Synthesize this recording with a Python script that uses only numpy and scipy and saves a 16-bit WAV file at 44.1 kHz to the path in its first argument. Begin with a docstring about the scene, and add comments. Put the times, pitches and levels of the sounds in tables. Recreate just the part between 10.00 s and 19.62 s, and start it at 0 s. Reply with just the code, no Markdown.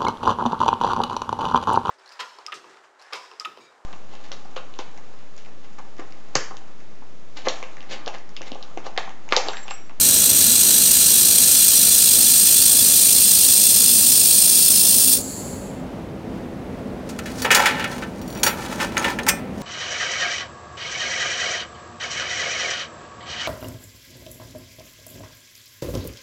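"""Laser welding and clamp handling.

A handheld laser torch welds a seam between square steel tubes on a steel table: a vapour jet, modelled as
filtered noise, hisses and throbs with the sweep of the beam. Shielding gas, resonant noise, flows on briefly.
Then a screw clamp is loosened, the workpiece is knocked and dragged round, and the clamp is set again: decaying
modes and noise bursts, with reflections and a room tail. Workshop fans, broad noise with rough tones, run on."""
import sys
import numpy as np
from scipy import signal
from scipy.fft import rfft, irfft, next_fast_len
from scipy.io import wavfile
from scipy.ndimage import uniform_filter1d

SR = 44100
rng = np.random.default_rng(int(sys.argv[2]) if len(sys.argv) > 2 else 0)


def unload_audio(sound):
    """Save the sound as a 16-bit wav file, at the path given as the first command line argument."""
    columns = np.transpose(np.atleast_2d(sound))
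    # keep every value between -1 and 1, then stretch to whole-number steps
    steps = np.round(np.clip(columns, -1, 1) * 32767)
    wavfile.write(sys.argv[1], SR, steps.astype(np.int16))


N = 424241
TIME = np.arange(N) / SR

SWEEP_HZ = 53.32


def weld(turn_db=4.5, turn_width=.19, flutter_db=1.0, boil_db=1.0, spit_db=-27):
    """Amplitude-modulated jet noise: vapour from the melt slackens as the sweeping beam turns; droplets spit."""
    # the beam is swept to and fro across the seam, which makes the hiss throb; phase and width are in cycles
    phase = (SWEEP_HZ * TIME + .17 + .03 * walk(20)) % 1
    slack = np.exp(-((phase - .5) / turn_width) ** 2) * (1 + .25 * walk(50))
    level_db = -turn_db * slack + flutter_db * walk(450) + boil_db * walk(70)
    jet = grains(1.14) * undb(level_db)
    # on average 90 droplets a second
    droplets = rng.standard_normal(N) * (rng.random(N) < 90 / SR)
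    spits = colour(droplets, [(300, -48), (1200, -9.5), (5000, -20), (15000, -9.5)])
    melt = nearby(corner(jet) + undb(spit_db) * spits, share=.45, t60=.06)
    return melt * beam()


WELD_DB, WELD_BEST_S, WELD_SAG_DB_PER_S2 = -7.9, 2.8, .42
BEAM_FADE_S, BEAM_FADE_DB_PER_S, BEAM_OFF_S = 5.139, 260, 5.218


def beam():
    """Amplitude envelope: loudest midway along the seam, sagging to its ends, then a power ramp down to off."""
    arch = WELD_DB - WELD_SAG_DB_PER_S2 * (TIME - WELD_BEST_S) ** 2
    fading = BEAM_FADE_DB_PER_S * np.maximum(TIME - BEAM_FADE_S, 0)
    return undb(arch - fading) * (TIME < BEAM_OFF_S)


SEAM_S = 5.2
# spectrum of the vapour jet: f/Hz, spectral level/dB
JET_SPECTRUM = [(300, -35), (900, -35.5), (2100, -28), (2700, -20.5), (4000, -17), (7000, -7), (8500, 0.5),
                (10500, -0.5), (13500, -6.5), (15600, -18.5)]
# resonances and notches of the corner between nozzle and tubes:
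# f/Hz at the start, width/Hz, level/dB at the start of the seam, level/dB at its end
CORNER_RESONANCES = [(1530, 1000, 5.8, -8), (2840, 113, 1.3, -10.5), (3376, 70, 10, 4.5),
                     (4060, 780, 6.5, 0.5), (4760, 310, -3, 0.5), (5100, 200, -1.2, 5.5),
                     (5465, 200, -10.5, -11.5), (5956, 410, 8, 5.5), (6110, 400, -4.5, -13.5),
                     (6970, 320, -3.5, -13), (7760, 930, -4, -9), (8840, 230, -4, -9.5),
                     (9826, 490, -14, -7.5), (10130, 690, 13.5, -7.5), (10866, 1600, -26, -7),
                     (10890, 310, 15, -3.5), (12520, 1090, -0.5, -10), (15150, 580, -4, 11)]
# reflections from tube wall and table: delay/ms at the start of the seam, delay/ms at its end, amplitude share
CORNER_ECHOES = [(.73, .696, .2), (1.24, 1.159, .1), (1.752, 1.761, .065)]


def corner(x, rise=0.044):
    """Time-varying filtering: along the seam resonances rise and trade strength, and echo delays shift."""
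    hz, s, frames = signal.stft(x, SR, nperseg=1024)
    hz, way = hz[:, None], np.minimum(s / SEAM_S, 1)
    db = slope(JET_SPECTRUM, hz)
    for f, width, first_db, last_db in CORNER_RESONANCES:
        peak_db = first_db + (last_db - first_db) * way
        detuning = 2 * (hz - f * (1 + rise * way)) / width
        db = db + peak_db / (1 + detuning ** 2)
    paths = 1
    for first_ms, last_ms, share in CORNER_ECHOES:
        delay_s = (first_ms + (last_ms - first_ms) * way) / 1000
        paths = paths + share * np.exp(-2j * np.pi * hz * delay_s)
    gain = undb(db) * paths
    # the filter keeps equal mean power all along the seam
    gain = gain / np.sqrt(np.mean(abs(gain) ** 2, axis=0))
    return unit(signal.istft(frames * gain, SR)[1][:N])


# shielding gas flows until the valve shuts, then the hose empties; amplitude is a power of the pressure left
GAS_DB, VALVE_SHUT_S, HOSE_EMPTY_S, GAS_POWER = -31.7, 5.23, .68, 1.65
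# gas nozzle resonances: f/Hz, width/Hz, level/dB
NOZZLE_RESONANCES = [(4450, 330, -7), (6960, 400, -0.5), (7570, 320, 1), (9850, 700, -7),
                     (11630, 350, -16.5), (13660, 500, -16), (14500, 400, -11.5), (7960, 4600, -15)]


def gas(flutter_db=.8):
    """Turbulence exciting resonances: the nozzle whistles softly and dies with the pressure in the hose."""
    pressure = np.clip(1 - (TIME - VALVE_SHUT_S) / HOSE_EMPTY_S, 0, 1)
    level = undb(GAS_DB + flutter_db * walk(40))
    return resonant_noise(NOZZLE_RESONANCES) * pressure ** GAS_POWER * level


# steel knocking on the table, before the layer gains of knocks(): t/s, clang level/dB,
# weight = thud over clang level/dB, hardness = crack over clang level/dB, clang t60/s
STEEL_KNOCKS = [(7.089, -38, -14, 7, .2), (7.188, -28, -14, 4, .075), (7.256, -32, -14, -2, .3),
                (7.418, -28, -17, 9, .1), (7.446, -16.5, 0, -7.5, .15), (7.505, -7, -12, -12, .16),
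                (7.513, -15, -6, 4, .27), (7.547, -16.5, -1, 8, .18), (7.656, -12, -26, -4.5, .25),
                (7.794, -21, -14, -11, .18), (7.841, -17.5, -16, -9, .09), (8.022, -27.5, -6, -12, .13),
                (8.431, -20.5, -2.5, 3, .2), (8.463, -17.5, -1, 2, .2), (8.8, -22, -7, -10, .22),
                (8.968, -15.5, -10, -9, .085), (9.043, -15, -7, -10, .13), (9.187, -21.5, -8, -9, .1),
                (9.265, -22.5, 2, 2.5, .06), (9.287, -13, -28, -3.5, .09)]
# modes of table and tubes: f/Hz, level/dB, t60/s
TABLE_MODES = [(571, -6.5, .3), (727, -6.5, 0.45), (866, -14, 0.28), (1063, -12.5, 0.28), (1185, -7.5, .25),
               (1320, -0.5, .3), (1532, 3.5, 0.24), (1720, -20, 0.23), (1785, 9, 0.22), (1904, -13, 0.12),
               (2013, -1.5, 0.16), (2320, 0.5, 0.18), (2580, -8.5, 0.3), (3100, -10, .2), (3700, -20, .25),
               (4180, -11.5, 0.34)]


def knocks(thud_t60=0.21, crack_share=0.49, rise_s=0.0003, thud_db=-1, clang_db=-.7, crack_db=-1, modes_db=-8.5):
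    """Impact excitation: noise bursts stand for crowded low, middle and high modes; a few strong ones ring on."""
    t = TIME[:SR // 2]
    thuds, clangs, cracks, rings = [], [], [], []
    for s, db, weight_db, hardness_db, t60 in STEEL_KNOCKS:
        # a light blow glances off, so it builds up more slowly
        contact = 1 - np.exp(-t / (rise_s * undb(-db / 2)))
        thuds.append((s, db + weight_db, contact * fade(t, thud_t60)))
        clangs.append((s, db, contact * fade(t, t60)))
        cracks.append((s, db + hardness_db, contact * fade(t, crack_share * t60)))
        rings.append((s, db, contact * ring(TABLE_MODES)))
    # noise spectra: f/Hz, level/dB
    low = [(100, -24), (350, -11.5), (700, -1), (1150, -4.5), (1700, -7), (4000, -52)]
    middle = [(600, -56), (1250, 2.5), (1800, 4.5), (2500, 3), (3400, -3.5), (5000, -16.5), (12000, -45)]
    high = [(1500, -20), (3700, 12.5), (7000, 15.5), (9000, 8.5), (12000, 6), (15500, 1)]
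    thud = place(thuds) * colour(grains(0.69), low)
    clang = place(clangs) * colour(grains(3.1), middle)
    crack = place(cracks) * colour(grains(3), high)
    struck = undb(thud_db) * thud + undb(clang_db) * clang + undb(crack_db) * crack
    return struck + undb(modes_db) * place(rings)


def drag(body_db=-2.3, grit_db=-.7, modes_db=-6.5, slip_t60=0.033, burr_db=-7, burr_t60=.014):
    """Stick-slip friction: each slip of steel on the table is a gritty burst over table modes; burrs tick."""
    t = TIME[:SR // 10]
    # on average 100 catches a second, of unequal strength
    catches = (rng.random(N) < 100 / SR) * rng.uniform(.4, 1, N) ** 2
    slip_power = np.abs(signal.fftconvolve(catches, fade(t, slip_t60) ** 2)[:N])
    slips = unit(np.sqrt(.12 + slip_power))
    burrs = unit(signal.fftconvolve(catches ** 3, fade(t, burr_t60))[:N])
    body_spectrum = [(250, -22), (700, 2.5), (1800, -3.5), (3200, -8.5), (5000, -21), (12000, -47)]
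    grit_spectrum = [(1500, -23.5), (3700, -1), (6500, 0), (10000, -8.5), (15500, -14)]
    body = colour(grains(4.4) * slips, body_spectrum)
    modes = unit(signal.fftconvolve(grains(1.2) * slips, ring(TABLE_MODES))[:N])
    roughness = np.hypot(np.sqrt(slips), undb(burr_db) * burrs)
    grit = colour(grains(3) * roughness, grit_spectrum)
    body_gain, grit_gain = shoving()
    low = (undb(body_db) * body + undb(modes_db) * modes) * body_gain
    return low + undb(grit_db) * grit * grit_gain


# light rubbing all the while the parts are in hand
HANDLING_FROM_S, HANDLING_TO_S, RUB_BODY_DB, RUB_GRIT_DB = 7.06, 9.4, -51, -54
# shoves of steel over the table, before the layer gains of drag():
# t/s at the fastest, rise/s, fall/s, body level/dB, grit level/dB
TABLE_SHOVES = [(7.3, .04, .08, -42, -42), (7.4, .13, .14, -38, -35), (7.6, .11, .23, -16, -28),
                (7.78, .14, .22, -26, -41), (7.93, .14, .18, -32, -38.5), (8.37, .04, .1, -32, -46),
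                (8.63, .2, .12, -30.5, -37), (8.72, .08, .12, -30, -35), (8.82, .06, .08, -20.5, -28.5),
                (9.08, .2, .11, -21.5, -33), (9.62, .1, .1, -41, -43)]


def shoving():
    """Friction level following sliding speed: gains of body and grit swell with each shove over light rubbing."""
    held = (TIME > HANDLING_FROM_S) & (TIME < HANDLING_TO_S)
    body, grit = held * undb(RUB_BODY_DB), held * undb(RUB_GRIT_DB)
    for s, rise_s, fall_s, body_db, grit_db in TABLE_SHOVES:
        speed = swell(s, rise_s, fall_s)
        body = np.maximum(body, speed * undb(body_db))
        grit = np.maximum(grit, speed * undb(grit_db))
    return body, grit


# the clamp's rail is struck: t/s, ring level/dB
RAIL_STRIKES = [(7.420, -26), (7.548, -14), (8.215, -43), (8.433, -15), (8.465, -17)]
# modes of the rail: f/Hz, level/dB, t60/s
RAIL_MODES = [(3480, -9, .06), (4506, 1, .12), (5733, 3, .13), (7127, -3, .17), (9356, -4, .17),
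              (10480, -8, .1), (11410, -9, .21), (12370, -8, .22), (13560, -3, .14), (14420, -5, .19),
              (15720, 0, .11)]
# the sliding jaw tips against the rail: t/s, ring level/dB
JAW_STRIKES = [(7.555, -27), (8.433, -12), (8.979, -21), (8.995, -28), (9.233, -35)]
# modes of the jaw: f/Hz, level/dB, t60/s
JAW_MODES = [(6430, -1, 0.039), (6853, -11, 0.11), (8900, -10, 0.093), (11200, -18, 0.064)]
# spectrum of the jaw's skid down the rail: f/Hz, spectral level/dB
SKID_SPECTRUM = [(600, -16), (1400, -8.5), (2200, -1), (3300, -13), (4300, -19), (5200, -5), (7500, -10.5),
                 (10000, -12.5), (15500, -15)]
# modes of the clamp arm: f/Hz, level/dB, t60/s
ARM_MODES = [(2020, -13, .15), (2440, -1.5, 0.19), (4129, -10, .2), (5356, -8.5, 0.22), (5950, -5, .16),
             (7520, -0.5, .1), (8200, 1.5, 0.18), (12700, -8, .15)]
SKID_PEAK_S, SKID_RISE_S, SKID_FALL_S, SKID_DB = 9.289, .009, .022, -7


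def clamp(arm_db=-14.5, tick_db=-6, tick_growth=.75, tick_t60=0.024):
    """Modal excitation: struck rail and jaw chink, light taps mostly tick; the jaw's skid drives the arm modes."""
    taps = RAIL_STRIKES + chatter()
    rail = place((s, db, ring(RAIL_MODES)) for s, db in taps)
    jaw = place((s, db, ring(JAW_MODES)) for s, db in JAW_STRIKES)
    # ticks grow less steeply than the ringing
    tick = fade(TIME[:SR // 2], tick_t60)
    ticks = place((s, tick_db + tick_growth * db, tick) for s, db in taps + JAW_STRIKES)
    ticks = ticks * colour(grains(2), [(1500, -16), (4000, 2), (7500, -4), (10000, -9), (15000, -18)])
    skid_gain = swell(SKID_PEAK_S, SKID_RISE_S, SKID_FALL_S) * undb(SKID_DB)
    skid = colour(grains(2), SKID_SPECTRUM) * skid_gain
    arm = ring(ARM_MODES)
    arm_ring = signal.fftconvolve(skid, arm / np.linalg.norm(arm))[:N]
    return rail + ticks + jaw + skid + undb(arm_db) * arm_ring


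# the jaw chatters evenly against the rail while the clamp is lifted, a little harder each time
CHATTER_S, CHATTER_GAP_S, CHATTER_DB, CHATTER_GROWTH_DB = 8.278, .024, -41.5, .4


def chatter(count=6):
    """Periodic impact: the jaw's run of light taps on the rail, as t/s, ring level/dB."""
    return [(CHATTER_S + k * CHATTER_GAP_S, CHATTER_DB + k * CHATTER_GROWTH_DB) for k in range(count)]


def nearby(x, share=.5, t60=.06, count=60):
    """Comb filtering by early reflections: table top, tubes and cabinet throw the sound back."""
    lag_s, size = rng.uniform(.002, .03, count), rng.standard_normal(count)
    size = size * fade(lag_s, t60)
    paths = np.bincount((lag_s * SR).astype(int), share * size / np.linalg.norm(size))
    return (x + signal.fftconvolve(x, paths)[:N]) / np.sqrt(1 + share ** 2)


def room(x, low_t60=0.66, high_t60=0.28, wet_db=-17):
    """Diffuse reverberation: the workshop's tail builds up late and grows duller as it dies."""
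    t = TIME[:SR]
    noise = rng.standard_normal(SR)
    low = signal.sosfilt(signal.butter(2, 2500, fs=SR, output="sos"), noise)
    tail = low * fade(t, low_t60) + 0.9 * (noise - low) * fade(t, high_t60)
    tail = tail * np.minimum(t / 0.012, 1)
    return x + undb(wet_db) * signal.fftconvolve(x, tail / np.linalg.norm(tail))[:N]


# spectrum of the workshop fans: f/Hz, spectral level/dB
FAN_SPECTRUM = [(15, -47), (25, -7.5), (48, -7.5), (144, -6), (253, -3), (340, -12.5), (368, -8.5),
                (567, -10), (1110, -22.5), (1530, -26.5), (1710, -27), (2060, -29), (3090, -34),
                (4260, -38.5), (15500, -53)]
# rough tones of the fans: f/Hz, width/Hz, level/dB
FAN_RESONANCES = [(198, 25, -40), (253.6, 9.7, -41), (331.6, 1.9, -45.5)]


def fans(level_db=-32.22):
    """Broadband flow noise with narrow bands: extractor and cooling fans rush, wavering, with rough tones."""
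    rush = colour(rng.standard_normal(N), FAN_SPECTRUM) * undb(level_db + .5 * walk(8))
    tones = sum(undb(db) * resonant_noise([(hz, width, 0)]) for hz, width, db in FAN_RESONANCES)
    return rush + tones


def undb(db):
    """Logarithmic level: decibels to amplitude gain."""
    return 10 ** (np.asarray(db) / 20)


def unit(x):
    """Normalisation to an rms of 1."""
    return x / np.sqrt(np.mean(x ** 2))


def slope(points, hz):
    """Spectral envelope: level/dB interpolated on a log-frequency axis."""
    f, db = np.transpose(points)
    return np.interp(np.log(hz + 1), np.log(f), db)


def colour(x, points):
    """Linear filtering: shape a sound by a spectrum (f/Hz, level/dB); rms 1."""
    size = 2 ** 19
    gain = undb(slope(points, np.fft.rfftfreq(size, 1 / SR)))
    return unit(irfft(rfft(x, size) * gain)[:N])


def resonant_noise(peaks):
    """Resonance: white turbulence shaped by peaks (f/Hz, width/Hz, level/dB); rms 1."""
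    size = next_fast_len(N, True)
    hz = np.fft.rfftfreq(size, 1 / SR)
    power = sum(undb(db) ** 2 / (1 + ((hz - f) / width) ** 2) ** 2 for f, width, db in peaks)
    return unit(irfft(np.sqrt(power) * rfft(rng.standard_normal(size)))[:N])


def walk(rate):
    """Slow random fluctuation: straight lines between chance values, rate per second; spread near 1."""
    return np.interp(TIME * rate, np.arange(N // 8), rng.standard_normal(N // 8)) * np.sqrt(1.5)


def grains(spread_db):
    """Impulsive noise: dense tiny clicks, the more unequal the larger the spread; rms 1."""
    size_db = spread_db * np.minimum(rng.exponential(size=N), 5)
    return unit(rng.standard_normal(N) * undb(size_db))


def fade(t, t60):
    """Exponential free decay: 60 dB down in t60 seconds."""
    return np.exp(-np.log(1000) * t / max(t60, .005))


def ring(modes):
    """Modal superposition for half a second; every blow shares its energy a little differently among modes."""
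    t, out = TIME[:SR // 2], 0
    sizes = undb(np.array(modes)[:, 1] + 2 * rng.standard_normal(len(modes)))
    for (hz, _, t60), size in zip(modes, sizes):
        out = out + size * fade(t, t60) * np.sin(2 * np.pi * (hz * t + rng.random()))
    return out / np.sqrt(np.sum(sizes ** 2) / 2)


def place(sounds):
    """Linear superposition: lay sounds (t/s, level/dB, sound) on the time line."""
    out = np.zeros(N + SR)
    for s, db, sound in sounds:
        out[int(s * SR):][:len(sound)] += undb(db) * sound
    return out[:N]


def swell(peak_s, rise_s, fall_s):
    """Exponential growth and decay: a push rises 20 dB in rise_s to its peak, then falls 20 dB in fall_s."""
    return undb(-20 * np.maximum((peak_s - TIME) / rise_s, (TIME - peak_s) / fall_s))


def scene():
    """Superposition of sources: torch, then handling in the room, over the fans."""
    handling = nearby(knocks() + drag(), share=.55, t60=.02) + clamp()
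    return (weld() + gas() + room(handling) + fans())[None]


TOP_HZ = 15800


def record(dry, ceiling_db=-11.0, low_cut_hz=42):
    """Band limiting and compression: deep bass is cut, loud passages held down, peaks rounded, the top cut."""
    sound = signal.sosfilt(signal.butter(4, low_cut_hz, "high", fs=SR, output="sos"), dry)
    # mean power over 37 ms steers the gain
    power = np.abs(uniform_filter1d(sound ** 2, size=1650, axis=-1))
    held = sound / (1 + (power / undb(ceiling_db) ** 2) ** 2) ** (1 / 4)
    rounded = held / (1 + (held / .84) ** 8) ** (1 / 8)
    return signal.sosfilt(signal.ellip(12, .1, 80, TOP_HZ, fs=SR, output="sos"), rounded)


dry = scene()
out = record(dry)
unload_audio(out)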